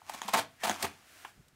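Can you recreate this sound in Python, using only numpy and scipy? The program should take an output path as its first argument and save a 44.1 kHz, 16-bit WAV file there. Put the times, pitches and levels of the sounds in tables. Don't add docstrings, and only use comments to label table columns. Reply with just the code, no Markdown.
import sys
import numpy as np
from scipy import signal
from scipy.io import wavfile
from scipy.ndimage import uniform_filter1d

SR = 44100
rng = np.random.default_rng(int(sys.argv[2]) if len(sys.argv) > 2 else 0)


def dump_mix(stems):
    frames = np.atleast_2d(stems).T
    limited = np.clip(frames, -1, 1)
    pcm = np.round(limited * 32767).astype(np.int16)
    wavfile.write(sys.argv[1], SR, pcm)


N = 68355
TIME = np.arange(N) / SR

# f/Hz, level/dB
FIZZ_SPECTRUM = [(500, -32), (2000, -9.5), (3800, 2), (5200, -2.5), (7000, -0.5), (8800, -1), (10200, -6),
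                 (11900, -3), (13500, -14), (16000, -5)]


def amp(db):
    return 10 ** (np.asarray(db) / 20)


def evened(x):
    return x / np.sqrt(np.mean(x ** 2) + 1e-20)


def read(points, hz):
    f, value = np.transpose(points)
    return np.interp(np.log(hz + 1), np.log(f + 1), value)


def level(points):
    return amp(np.interp(TIME, *np.transpose(points)))


def colour(x, points, size=4096):
    hz = abs(np.fft.fftfreq(size, 1 / SR))
    log_gain = np.log(amp(read(points, hz)))
    response = np.exp(np.conj(signal.hilbert(log_gain)))
    taps = np.fft.ifft(response).real[:size // 2]
    return signal.fftconvolve(x, taps / np.linalg.norm(taps))[:N]


def background():
    # f/Hz, level/dB
    background_spectrum = [(20, -16), (50, -5.5), (90, 2), (170, -3.5), (300, -7), (600, -12.5),
                           (1200, -16.5), (4000, -28), (16000, -44)]
    return amp(-71) * colour(rng.standard_normal(N), background_spectrum)


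def room(x, size=22000):
    # f/Hz, time/s
    echo_times = [(100, 0.47), (400, 0.26), (1000, 0.21), (3000, .24), (8000, 0.16), (16000, 0.13)]
    delay_s = 0.004
    reflections = rng.choice([-1., 1.], size) * (rng.random(size) < .1) * (TIME[:size] > delay_s)
    hz, t, bands = signal.stft(reflections, SR, nperseg=256)
    fade = amp(-60 * t / read(echo_times, hz)[:, None])
    tail = signal.istft(bands * fade, SR, nperseg=256)[1]
    return signal.fftconvolve(x, tail / np.linalg.norm(tail))[:N]


def resonate(x):
    # f/Hz, level/dB, time to fall by 60 dB/s
    resonance_tones = [(667.6, 1, 0.18), (904, -9, .12), (1095, -1, 0.2), (1960, -9, 0.13)]
    ring_db = -16
    t = TIME[:SR // 4]
    tones = sum(amp(db - 60 * t / t60) * np.cos(2 * np.pi * hz * t) for hz, db, t60 in resonance_tones)
    ringing = evened(signal.fftconvolve(x, tones)[:N])
    return x + amp(ring_db) * ringing * np.std(x)


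def settle():
    # t/s, level/dB
    settle_curve = [(1.33, -92), (1.378, -55.5), (1.408, -56.5), (1.445, -76.5), (1.55, -71)]
    # f/Hz, level/dB
    carpet_spectrum = [(25, -15), (55, -1.5), (100, -11.5), (145, 2.5), (250, -12.5), (400, -17),
                       (700, -34), (4000, -57)]
    return colour(rng.standard_normal(N) * level(settle_curve), carpet_spectrum)


def swish():
    # t/s, level/dB
    swish_curve = [(.92, -66), (1.01, -65.5), (1.1, -58.5), (1.235, -55.5), (1.29, -58.5), (1.33, -66),
                   (1.43, -69), (1.55, -72.5)]
    # f/Hz, level/dB
    cloth_spectrum = [(60, -31), (300, -3), (520, -8.5), (680, 4), (850, -6), (1400, 2.5), (2700, -2),
                      (4000, -5.5), (8500, -7.5), (16000, -14.5)]
    return colour(rng.standard_normal(N) * level(swish_curve), cloth_spectrum)


def burst(start, db, decay):
    t = np.maximum(TIME - start, 0)
    return amp(db) * (t > 0) * np.exp(-t / decay) * rng.choice([-1., 1.], N)


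def knock_and_tick():
    # f/Hz, level/dB
    knock_spectrum = [(100, -38), (500, -11.5), (850, -3), (1250, -8), (1550, -1.5), (2100, -12),
                      (2900, -8), (4000, -26), (16000, -38)]
    knock = burst(start=1.2485, db=-35, decay=0.0048)
    tick = burst(start=1.483, db=-58, decay=.004)
    return colour(knock, knock_spectrum) + colour(tick, FIZZ_SPECTRUM)


def bumps(rise_s=0.0029):
    # t/s, level/dB, f/Hz, decay/s
    bump_list = [(0.144, -39, 225, 0.0055), (0.251, -40.5, 207, 0.016), (.340, -29, 210, 0.0096),
                 (.287, -42.5, 200, 0.016), (0.383, -46.5, 101.6, 0.032), (0.639, -40, 208.7, 0.021),
                 (.697, -31, 213.3, 0.014), (0.706, -51, 95.3, 0.047), (.833, -30, 541, 0.0041),
                 (0.837, -47.5, 87.6, 0.05)]
    out = np.zeros(N)
    for start, db, hz, decay in bump_list:
        t = np.maximum(TIME - start, 0)
        shape = (1 - np.exp(-t / rise_s)) * np.exp(-t / decay)
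        out += amp(db) * shape * np.sin(2 * np.pi * hz * t)
    return out


def fibres():
    snaps_per_s, spread_db = 6000, 4
    clump_db, clump_s = 2, 0.0024
    size = amp(spread_db * np.minimum(rng.exponential(1, N), 4)) * rng.choice([-1., 1.], N)
    snaps = size * (rng.random(N) < snaps_per_s / SR)
    steady = snaps / np.sqrt(abs(uniform_filter1d(snaps ** 2, size=300)) + 1e-3)
    clumps = evened(uniform_filter1d(rng.standard_normal(N), max(2, int(clump_s * SR))))
    return evened(steady * amp(clump_db * clumps))


def squeak():
    # t/s, level/dB
    squeak_curve = [(.57, -79), (.605, -57), (.628, -48), (.65, -87)]
    centre_hz, width_hz = 1880, 510
    edges = [centre_hz - width_hz / 2, centre_hz + width_hz / 2]
    band = signal.butter(2, edges, "band", fs=SR, output="sos")
    narrow = signal.sosfilt(band, fibres())
    biting = (TIME > squeak_curve[0][0]) & (TIME < squeak_curve[-1][0])
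    return evened(narrow) * level(squeak_curve) * biting


def drag():
    # t/s, level/dB
    drag_curve = [(0, -85), (.045, -67), (.085, -52), (.13, -50.5), (.185, -49.5), (.21, -56.5),
                  (.228, -45), (.27, -50), (.32, -49), (.41, -40.5), (.47, -77), (.57, -77), (.615, -55.5),
                  (.64, -45), (.73, -44), (.78, -50.5), (.803, -44), (.865, -45), (.91, -59.5),
                  (1.0, -64.5), (1.2, -92)]
    # f/Hz, level/dB
    drag_spectrum = [(100, -25), (220, -5), (450, -12), (750, -1.5), (1100, 0), (1500, -4.5), (2300, -4),
                     (4000, -10.5), (6200, -10), (10000, -15), (16000, -24)]
    return colour(fibres() * level(drag_curve), drag_spectrum)


def pops():
    pop_list = [(.018, -40.5, -55, 794), (.0972, -23, -43, 772), (.218, -26.5, -23, 843),
                (.2858, -22, -29, 820), (.6965, -15.5, -15, 698), (0.7146, -26, -25, 1440),
                (.76, -31, -44, 830), (.852, -25, -26, 900), (.8675, -33, -39, 1400)]
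    # f/Hz, level/dB, decay/s
    crack_tones = [(1800, -1.5, 0.00072), (3340, -3.5, 0.00078), (6520, -1.5, 0.00052)]
    rise_s, decay_s = 0.0009, .0014
    chirp, chirp_s = 0.75, 0.00074
    flex, crack = np.zeros(N), np.zeros(N)
    for start, flex_db, crack_db, hz in pop_list:
        t = np.maximum(TIME - start, 0)
        turns = hz * (t + chirp * chirp_s * (1 - np.exp(-t / chirp_s)))
        shape = (1 - np.exp(-t / rise_s)) * np.exp(-t / decay_s)
        flex += 2 * amp(flex_db) * shape * np.sin(2 * np.pi * turns)
        ringing = sum(amp(db) * np.exp(-t / decay) * np.sin(2 * np.pi * f * t)
                      for f, db, decay in crack_tones)
        crack += amp(crack_db) * ringing
        crack += burst(start, crack_db - 18, decay=0.00077)
    low_cut = signal.butter(2, 248, "high", fs=SR, output="sos")
    return signal.sosfilt(low_cut, flex + crack)


def rips():
    # t/s, length/s, sheet level/dB, fizz level/dB, pouch level/dB
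    tugs = [(0.094, 0.0013, -37, -37.5, -63.5), (0.135, 0.012, -43, -44, -67),
            (0.278, 0.017, -36, -42.5, -56.5), (0.3326, 0.015, -23, -30.5, -45),
            (0.344, 0.029, -32, -43, -43.5), (.370, .027, -30.5, -35, -44),
            (0.632, 0.026, -32, -36.5, -51.5), (.666, 0.01, -32, -38, -42),
            (0.677, 0.019, -36, -40.5, -53.5), (0.697, 0.017, -35, -42.5, -44.5),
            (0.824, 0.0056, -31.5, -28, -48), (.832, 0.011, -41, -64, -41.5),
            (0.841, 0.012, -31, -37, -44.5)]
    # f/Hz, level/dB
    sheet_spectrum = [(100, -39), (300, -13.5), (470, -13.5), (680, 1), (900, 0), (1120, -2.5),
                      (1450, -7.5), (1900, -7), (2900, -11), (4200, -15), (6500, -30), (16000, -52)]
    pouch_spectrum = [(30, -42), (60, -23), (95, -4), (140, -10), (205, -2), (270, -3), (520, -4.5),
                      (900, -26.5), (4000, -55)]
    attack_s, release_s = 0.0038, 0.0044
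    power = np.zeros((3, N))
    for start, length, *db in tugs:
        t = TIME - start
        swell = np.clip(t / attack_s, 0, 1)
        let_go = np.exp(-np.maximum(t - length, 0) / release_s)
        power += (amp(db)[:, None] * swell * let_go) ** 2
    sheet, fizz, pouch = np.sqrt(power)
    sheet_sound = colour(fibres() * sheet, sheet_spectrum)
    fizz_sound = colour(fibres() * fizz, FIZZ_SPECTRUM)
    return sheet_sound + fizz_sound + colour(fibres() * pouch, pouch_spectrum)


def scene():
    tearing = resonate(rips() + drag() + squeak())
    sharp = pops() + knock_and_tick()
    echo = room(amp(-11) * tearing + amp(-10.5) * sharp)
    return (tearing + sharp + echo + bumps() + swish() + settle() + background())[None]


def record(dry):
    low_pass = signal.firwin(511, 15780, window=("kaiser", 9), fs=SR)
    return signal.oaconvolve(dry, low_pass[None], "same")


dry = scene()
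out = record(dry)
dump_mix(out)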